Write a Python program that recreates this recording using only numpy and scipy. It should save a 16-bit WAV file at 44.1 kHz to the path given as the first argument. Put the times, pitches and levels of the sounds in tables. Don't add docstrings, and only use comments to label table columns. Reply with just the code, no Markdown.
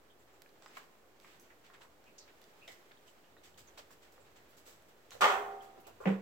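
import sys
import numpy as np
from scipy import signal
from scipy.fft import rfft, irfft
from scipy.io import wavfile
from scipy.ndimage import uniform_filter1d

SR = 44100
rng = np.random.default_rng(int(sys.argv[2]) if len(sys.argv) > 2 else 0)


def rack_gain(trim_db):
    fader = np.asarray(trim_db, float)
    return 10 ** (fader / 20)


def wav_record(signal):
    frames = np.transpose(np.atleast_2d(signal))
    bounded = np.clip(frames, -1, 1)
    quanta = np.round(bounded * 32767).astype(np.int16)
    wavfile.write(sys.argv[1], SR, quanta)


N = 274125


def on_log(table, hz):
    f, v = np.transpose(table)
    return np.interp(np.log(np.maximum(hz, 1)), np.log(f), v)


def colour(x, db_of):
    size = x.shape[-1]
    hz = np.arange(size // 2 + 1) * SR / size
    return irfft(rfft(x) * rack_gain(db_of(hz)), size)


def unit(x):
    return x / np.max(np.abs(x))


def add(out, x, s):
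    i = int(s * SR)
    out[..., i:i + x.shape[-1]] += x[..., :N - i]


def hump(hz, octaves):
    width = np.maximum(octaves, .02)
    return lambda f: np.maximum(-6 * (np.log2(np.maximum(f, 1) / hz) / width) ** 2, -60)


def pair(x, left_minus_right_db):
    return x * rack_gain(np.array([[left_minus_right_db], [-left_minus_right_db]]) / 2)


def from_right(x):
    return np.array([np.roll(x[0], 7), x[1]])


def diffuse(size):
    # frequency in Hz, likeness [0-1].
    likeness = [(60, 0.94), (130, 0.75), (290, 0.85), (640, 0.49), (1410, 0), (3100, 0), (6820, -0.0),
                (15000, 0)]
    mid, side = rfft(rng.standard_normal((2, size)))
    c = np.clip(on_log(likeness, np.arange(len(mid)) * SR / size), 0, .99)
    ports = [mid * np.sqrt(1 + c) + sign * side * np.sqrt(1 - c) for sign in (1, -1)]
    return irfft(ports, size) / np.sqrt(2)


def hum():
    # frequency in Hz, density in dB per Hz.
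    floor_spectrum = [(20, -18), (45, -17), (146, -7.5), (290, -3.5), (379, 0.14), (735, -4), (938, -7),
                      (1490, -8.5), (3000, -14), (5480, -20), (7900, -20.5), (9400, -28), (12000, -23.5),
                      (15500, -22)]
    # time in seconds, level in dB.
    stir = [(0.0, -76.5), (0.6, -74), (0.75, -68), (0.88, -73.5), (1.22, -76.5), (1.35, -73.5),
            (1.96, -75.5), (2.77, -70), (2.88, -72.5), (3.35, -74.5), (3.68, -72.5), (4.15, -74),
            (4.53, -72.5), (4.94, -74.5), (5.1, -73)]
    s, stir_db = np.transpose(stir)
    noise = colour(diffuse(N + N % 2), lambda f: on_log(floor_spectrum, f))[:, :N]
    low, below_hiss = (signal.sosfilt(signal.butter(2, hz, fs=SR, output="sos"), noise)
                       for hz in (1800, 9000))
    rustle_db = np.interp(np.arange(N) / SR, s, stir_db - np.mean(stir_db))
    steps_db = np.repeat(rng.standard_normal(N // 1500 + 1), 1500)[:N]
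    flicker_db = uniform_filter1d(steps_db, size=1000)
    noise = (low * rack_gain(0.26 * rustle_db)
             + (below_hiss - low) * rack_gain(rustle_db + flicker_db)
             + (noise - below_hiss) * rack_gain(0.64 * rustle_db))
    return noise / np.std(noise) * rack_gain(-63.5)


def rumble():
    # time in seconds, level in dB, length in seconds.
    grips = [
        (.1, -86, 0.27),
        (1.352, -86, .15),
        (1.9, -86, 0.28),
        (3.626, -76.5, 0.32),
        (4.4, -81.5, 0.31),
        (4.817, -80, 0.081),
        (5.273, -67.5, 0.14),
        (5.554, -77, 0.17),
        (6.054, -71.5, 0.23),
    ]
    t = np.arange(N) / SR
    still_db = -82
    grip = rack_gain(still_db) + sum(rack_gain(db) * np.exp(-((t - s) / length_s) ** 2) for s, db, length_s in grips)
    noise = colour(diffuse(N + N % 2), hump(68.0, 1.0))[:, :N]
    return noise / np.std(noise) * grip


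def room(x, build_s=0.0021, late_db=-22, late_stretch=2.52):
    # frequency in Hz, T60 in seconds.
    reverb_t60 = [(100, 0.21), (250, 0.99), (500, 0.77), (1000, 0.46), (2000, 0.43), (4000, 0.29),
                  (8000, 0.45), (16000, 0.6)]
    t = np.arange(SR) / SR
    noise, tail = diffuse(SR), 0
    for hz in 60 * 2 ** np.arange(0, 8.5, .5):
        fall = 1000 ** (-t / on_log(reverb_t60, hz))
        late = rack_gain(late_db) * fall ** (1 / late_stretch)
        tail = tail + colour(noise, hump(hz, 0.28)) * (fall + late)
    tail = tail * (1 - np.exp(-t / build_s))
    tail = tail / np.sqrt(np.sum(tail ** 2) / 2)
    return signal.fftconvolve(x[None], tail, axes=1)[:, :N]


def knock(blows, modes, crack, push_s, ring_db, swell_s, crack_s, crack_db, spread, waver_db, apart):
    t = np.arange(32768) / SR
    hz, db, t60_s = np.transpose(modes)[:, :, None]
    skew = np.tanh(spread * hz / 1000 * rng.standard_normal(hz.shape))
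    steps = np.repeat(rng.standard_normal((len(modes), 16)), 2048, axis=1)
    waver = uniform_filter1d(steps, size=2048, axis=1)
    fade = rack_gain(ring_db + db + waver_db * waver) * 1000 ** (-t / t60_s) * (1 - np.exp(-t / swell_s))
    fade[1::2] *= -1
    note = np.array([np.sum(fade * np.sin(2 * np.pi * hz * t + sign * skew), axis=0) for sign in (1, -1)])
    ring, snap = np.zeros((2, 2, N))
    lead = 128
    for (s, blow_db, share_db), noise in zip(blows, rng.standard_normal((len(blows), 2, 4096))):
        add(ring, rack_gain(blow_db + share_db) * note, s)
        burst = noise[0] + apart * noise[1] * np.array([[1], [-1]])
        burst = np.roll(burst * np.exp(-t[:4096] / crack_s), lead, axis=1)
        burst = unit(colour(burst, lambda f: on_log(crack, f)))
        add(snap, rack_gain(blow_db + crack_db) * burst, s - lead / SR)
    push = np.hanning(int(push_s * SR) + 3)
    return signal.fftconvolve(ring, push[None] / push.sum(), axes=1)[:, :N], snap


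def metal_frame():
    # time in seconds, blow in dB, ring share in dB.
    frame_blows = [
        (5.209, -31.5, -14.5),
        (5.215, -26.5, -12),
        (5.221, -23, 3),
        (5.233, -27.5, -8.5),
        (5.242, -21, -10.5),
        (5.256, -30, -5.5),
        (5.278, -34.5, -7),
        (5.303, -31.5, -5.5),
        (5.322, -36.5, -3.5),
    ]
    # frequency in Hz, density in dB per Hz.
    frame_crack = [(100, -58), (200, -30.5), (280, -24), (400, -14), (700, -9.5), (1100, -1), (1500, -6.5),
                   (1950, -11.5), (3100, -14), (4800, -26.5), (8000, -30.5), (9500, -43.5), (14500, -38),
                   (16000, -41.5)]
    mode_hz = [200, 407, 414, 520, 574, 626, 705, 777, 786, 845, 861, 893, 969, 1003, 1048, 1104, 1126,
               1203, 1262, 1340, 1418, 1466, 1561, 1692, 1822, 2110, 2231, 2304, 2681, 3100]
    # level in dB, T60 in seconds.
    mode_ring = [(-12.5, 0.15), (-3, 0.71), (-14, 0.71), (-15, .35), (-5.5, 0.32), (-9.5, 0.4), (-10, 1.04),
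                 (-4, 1.15), (-18, 0.6), (7.5, 0.17), (0.5, 0.33), (-1.5, 0.44), (-5, .5), (-6.5, 0.32),
                 (-5, 0.25), (-5, 0.94), (9, 0.21), (0, 0.16), (-12.5, .22), (-1.5, 0.26), (-7, 0.78),
                 (-2, .3), (-12, .4), (-10, 0.3), (-2.5, 0.3), (-7, .35), (-4, 0.29), (-7.5, .3), (-3, .35),
                 (-0.5, .3)]
    modes = np.column_stack([mode_hz, mode_ring])
    ring, snap = knock(frame_blows, modes, frame_crack, push_s=0.00045, ring_db=-8.0, swell_s=0.0083,
                       crack_s=0.0084, crack_db=6.0, spread=0.6, waver_db=1.5, apart=0.62)
    direct = from_right(pair(ring + rack_gain(4) * snap, -0.99))
    return direct, rack_gain(4.5) * snap[0] + rack_gain(-10.5) * ring[0]


def plastic_stool():
    # time in seconds, blow in dB, ring share in dB.
    stool_blows = [
        (6.056, -13.5, -13),
        (6.060, -30, 7.5),
        (6.072, -16, -32),
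        (6.082, -25, -31),
        (6.092, -23.5, -19),
        (6.104, -36, -35),
        (6.116, -26.5, -28.5),
    ]
    # frequency in Hz, density in dB per Hz.
    stool_crack = [(150, -39.5), (280, 2.5), (490, -2.5), (800, -3.5), (1100, -11), (1700, -8.5),
                   (2500, -10), (3300, -20.5), (3800, -30), (8000, -46), (16000, -62)]
    mode_hz = [126, 168, 194, 345, 377, 410, 463, 533, 619, 770, 255, 300]
    # level in dB, T60 in seconds.
    mode_ring = [(-18, 0.32), (-5, 0.18), (0.5, 0.31), (-12.5, 0.24), (-12, 0.23), (-10.5, 0.19),
                 (-11, 0.17), (-14, 0.23), (-10, 0.2), (-13.5, 0.22), (-22, 0.22), (-22, 0.21)]
    modes = np.column_stack([mode_hz, mode_ring])
    ring, snap = knock(stool_blows, modes, stool_crack, push_s=0.00098, ring_db=3.5, swell_s=.015,
                       crack_s=0.013, crack_db=-11.0, spread=0.56, waver_db=-1.5, apart=0.78)
    direct = from_right(pair(ring + snap, -2.5))
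    return direct, rack_gain(-8.5) * snap[0] + rack_gain(-28) * ring[0]


def slide(length_s, chance, rise, grain_db):
    t = np.arange(chance.shape[1]) / SR / np.maximum(length_s, .005)
    shape = (1 - np.exp(-t / rise)) * np.exp(-t ** 2)
    grain = uniform_filter1d(chance[2], size=60) * np.sqrt(60)
    return chance[:2] * rack_gain(grain_db * grain) * shape


def scuffs(table, hz):
    # frequency in Hz, level in dB.
    grit_spectrum = [(1500, -19), (3000, -7.5), (6500, -8), (8000, -3.5), (8800, -25), (10000, -35)]
    # frequency in Hz, level in dB.
    dust_spectrum = [(7000, -34), (9300, -13), (11000, -7.5), (15000, -5.5), (16000, -7)]
    out = np.zeros((2, N))
    for (s, db, length_s, grit_db, dust_db), chance in zip(table, rng.standard_normal((len(table), 3, 8192))):
        grains = slide(length_s, chance, rise=.1, grain_db=2.2)
        body = unit(colour(grains, hump(hz, 0.88)))
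        grit = unit(colour(grains, lambda f: on_log(grit_spectrum, f) - 30 * (f < 1200)))
        dust = unit(colour(grains, lambda f: on_log(dust_spectrum, f)))
        add(out, rack_gain(db) * body + rack_gain(grit_db + 5.0) * grit + rack_gain(dust_db + 7) * dust, s)
    return pair(out, -2.5)


def resonant_rubs(table):
    out = np.zeros((2, N))
    for (s, db, hz, length_s, octaves, pan_db), chance in zip(table, rng.standard_normal((len(table), 3, 8192))):
        rub = colour(slide(length_s, chance, rise=0.056, grain_db=2.0), hump(hz, octaves))
        add(out, pair(rack_gain(db) * unit(rub), pan_db), s)
    return out


def snaps(table, decay_s):
    # frequency in Hz, gain in dB.
    duct = [(5000, 5.5), (7800, 3), (9500, -2), (11500, 3), (15000, 4)]
    near, far = np.zeros((2, N)), np.zeros(N)
    t = (np.arange(1024) - 270) / SR
    for (s, db, hz, octaves, pan_db, wet_db), noise in zip(table, rng.standard_normal((len(table), 1024))):
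        click = np.abs(t) < .5 / SR
        crackle = 0.29 * noise * (t > 0) * np.exp(-t / decay_s)
        snap = unit(colour(click + crackle, lambda f: hump(hz, octaves)(f) + on_log(duct, f)))
        start_s = s - 220 / SR
        add(near, pair(rack_gain(db) * snap, pan_db), start_s)
        add(far, rack_gain(db + wet_db) * snap, start_s)
    return near, far


def paws():
    # time in seconds, peak in dB, centre in Hz, width in octaves, room share in dB.
    claw_ticks = [(0.419, -40, 4620, 2.7, -6), (0.4906, -62, 4510, 0.33, -10), (0.622, -55, 3350, 1, -18),
                  (0.6602, -48, 2640, 1, 0), (1.199, -52.5, 2600, 1.7, -8), (1.3966, -49, 8000, 0.58, 3),
                  (1.4297, -63.5, 2570, 1.2, 15), (2.04, -53, 2620, 1.7, -2), (2.184, -54, 5900, .6, -12),
                  (2.416, -49, 3600, 0.83, 5), (2.415, -53, 12500, .5, -4), (2.4397, -50, 4530, 1.3, -10),
                  (2.6773, -42.5, 3770, 1.4, 2.5), (2.8255, -63, 2000, 1.4, -15),
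                  (2.9165, -51, 3320, 0.49, -3), (3.5425, -58, 3300, 0.33, 2), (3.6746, -56, 6550, 1.4, 3),
                  (4.124, -53.5, 7910, 1.1, 1), (4.822, -53.5, 7660, 1.4, 3), (5.1062, -39, 3860, 1.2, 3.5)]
    # time in seconds, peak in dB, centre in Hz, room share in dB.
    pad_taps = [(0.621, -51, 950, -6), (0.66, -42, 1000, -7.5), (1.245, -46, 1550, 0),
                (1.699, -51, 1030, 3), (1.746, -50.5, 1560, 1), (1.806, -59, 703, -10),
                (1.85, -53, 1110, -16), (2.084, -61, 810, -6), (2.52, -65, 760, 9), (2.679, -45, 1950, 2),
                (3.366, -50, 940, -8), (3.775, -51, 685, -27), (3.905, -56, 1110, -14),
                (4.179, -49.5, 1000, -12), (4.279, -63, 1000, 0), (4.36, -58, 1570, -11),
                (5.117, -48, 1100, -5), (5.773, -50.5, 710, -11.5), (6.002, -49, 790, 13.5),
                (6.021, -62, 1150, -8), (6.038, -42, 1230, -2)]
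    # time in seconds, peak in dB, length in seconds, grit in dB, dust in dB.
    pad_scuffs = [(0.195, -72, .05, -76, -73), (0.337, -61, 0.031, -71, -79),
                  (0.62, -57, 0.068, -61.5, -76), (0.768, -45, 0.024, -55, -59),
                  (1.395, -78, 0.041, -75, -58.5), (1.806, -49, 0.051, -59.5, -70),
                  (2.04, -65, 0.077, -73, -79), (3.574, -56.5, 0.046, -54, -58.5),
                  (3.669, -55, 0.051, -68, -79), (3.773, -45, 0.031, -55, -60),
                  (3.905, -54, 0.036, -58.5, -60), (4.116, -64, 0.034, -63, -65),
                  (4.487, -83, 0.054, -66, -66), (4.565, -60, 0.05, -59.5, -63),
                  (4.653, -54.5, 0.087, -53.5, -58), (4.881, -64, 0.033, -67, -68),
                  (5.114, -48, 0.05, -57, -59), (5.615, -56, 0.054, -62, -63.5),
                  (5.797, -79, 0.026, -74, -59), (5.866, -60, 0.029, -55, -56.5),
                  (6.001, -67, .076, -64, -65), (6.068, -31, 0.07, -58, -63)]
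    # time in seconds, peak in dB, length in seconds, grit in dB.
    claw_skids = [(0.745, -52, 0.073, -61), (1.193, -60, 0.22, -63), (1.265, -55, 0.11, -77),
                  (1.435, -70, 0.057, -84), (1.637, -53, 0.061, -67), (1.734, -53, 0.028, -64),
                  (2.274, -53, 0.041, -88), (2.458, -71, .032, -80), (2.674, -66, 0.035, -54.5),
                  (2.713, -64, 0.029, -55), (3.066, -71, 0.049, -61.5), (3.433, -56.5, 0.053, -56.5),
                  (4.019, -58, 0.05, -64.5), (4.355, -58.5, 0.031, -62.5)]
    # time in seconds, peak in dB, centre in Hz, length in seconds.
    claw_squeaks = [(0.098, -60.5, 3290, 0.034), (0.192, -65, 7300, 0.046), (.33, -69, 7400, 0.048),
                    (.68, -59, 7450, .008), (2.188, -69, 12500, .018), (2.683, -49, 2030, 0.038),
                    (2.966, -58.5, 3360, 0.026), (3.075, -58.5, 2960, 0.022), (3.236, -64, 2900, 0.042),
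                    (3.372, -60, 3850, .029), (3.67, -55, 6400, 0.024), (4.202, -59.5, 7500, .04),
                    (5.11, -48, 3900, 0.044), (5.605, -54.5, 3170, 0.014), (5.658, -60, 3280, 0.019),
                    (5.847, -58.5, 2730, 0.063)]
    # time in seconds, peak in dB, centre in Hz, length in
    # seconds, left minus right in dB.
    thumps = [(0.795, -64, 330, 0.13, 6), (1.245, -63.5, 192, .046, -5), (2.08, -62, 179, 0.033, -1),
              (2.676, -48.5, 560, 0.027, -4), (3.783, -49.5, 560, .027, -6), (4.678, -56, 494, 0.016, -4),
              (5.15, -43.5, 517, 0.02, -4), (5.771, -49, 330, 0.022, -3), (6.002, -40.5, 493, 0.02, 2.5),
              (6.057, -32.5, 520, 0.011, 0), (5.19, -59, 480, 0.013, 0), (4.182, -57, 560, 0.034, -7)]
    # time in seconds, peak in dB, centre in
    # Hz, length in seconds, width in octaves.
    wisps = [(.7685, -36, 1290, 0.012, 0.88), (0.46, -52, 1900, .006, .4), (6.055, -37, 2000, .006, 0.41),
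             (1.812, -51, 3200, 0.034, 0.54), (1.5, -51.5, 1800, 0.032, 0.51),
             (2.91, -51.5, 1700, 0.013, 0.48), (.418, -51.5, 2000, 0.01, 0.74),
             (5.118, -49, 3300, 0.018, .5), (.787, -52, 1310, 0.025, 0.23), (2.18, -44, 5940, 0.028, 0.34),
             (2.182, -51, 3700, 0.018, 0.66), (2.2, -53, 4540, 0.047, .27), (2.615, -51, 2600, 0.065, 0.12),
             (2.676, -47, 3470, 0.019, 0.2), (3.775, -43.5, 3400, 0.034, 0.85),
             (5.865, -46.5, 560, 0.042, 0.91), (6.096, -30.5, 427, 0.026, 0.34),
             (5.208, -29.5, 6550, 0.024, 0.69), (2.062, -58, 2550, 0.05, 0.22),
             (6.064, -38.5, 2200, 0.069, 0.5)]
    tick_rows = [(s, db, hz, octaves, -6 + 0.47 * wet_db, wet_db) for s, db, hz, octaves, wet_db in claw_ticks]
    tap_rows = [(s, db, hz, 0.76, -3, wet_db) for s, db, hz, wet_db in pad_taps]
    tick, tick_far = snaps(tick_rows, decay_s=0.0016)
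    tap, tap_far = snaps(tap_rows, decay_s=0.0045)
    rub = scuffs(pad_scuffs, hz=1030)
    rub = rub + scuffs([(*row, row[-1] - 6) for row in claw_skids], hz=1900)
    rub = rub + resonant_rubs([(*row, .12, -4) for row in claw_squeaks])
    rub = rub + resonant_rubs([(*row, 0.41, pan_db) for *row, pan_db in thumps])
    rub = rub + resonant_rubs([(*row, -2) for row in wisps])
    return tick + tap + rub, tick_far + tap_far + rack_gain(-9.5) * rub[0]


def scene():
    paws_direct, paws_feed = paws()
    frame_direct, frame_feed = metal_frame()
    stool_direct, stool_feed = plastic_stool()
    direct = paws_direct + frame_direct + stool_direct
    feed = paws_feed + frame_feed + stool_feed
    return direct + pair(room(feed) + hum(), -2.05) + rumble()


def roll_off(x):
    return signal.sosfilt(signal.butter(12, 16480, fs=SR, output="sos"), x)


def record(dry):
    fade_s, offset, top_hz = .009, -.0004, 15900
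    fade = np.clip((N - np.arange(N)) / (fade_s * SR), 0, 1)
    cut = signal.sosfilt(signal.ellip(10, .2, 70, top_hz, fs=SR, output="sos"), dry)
    return roll_off(cut * fade + offset)


dry = scene()
out = record(dry)
wav_record(out)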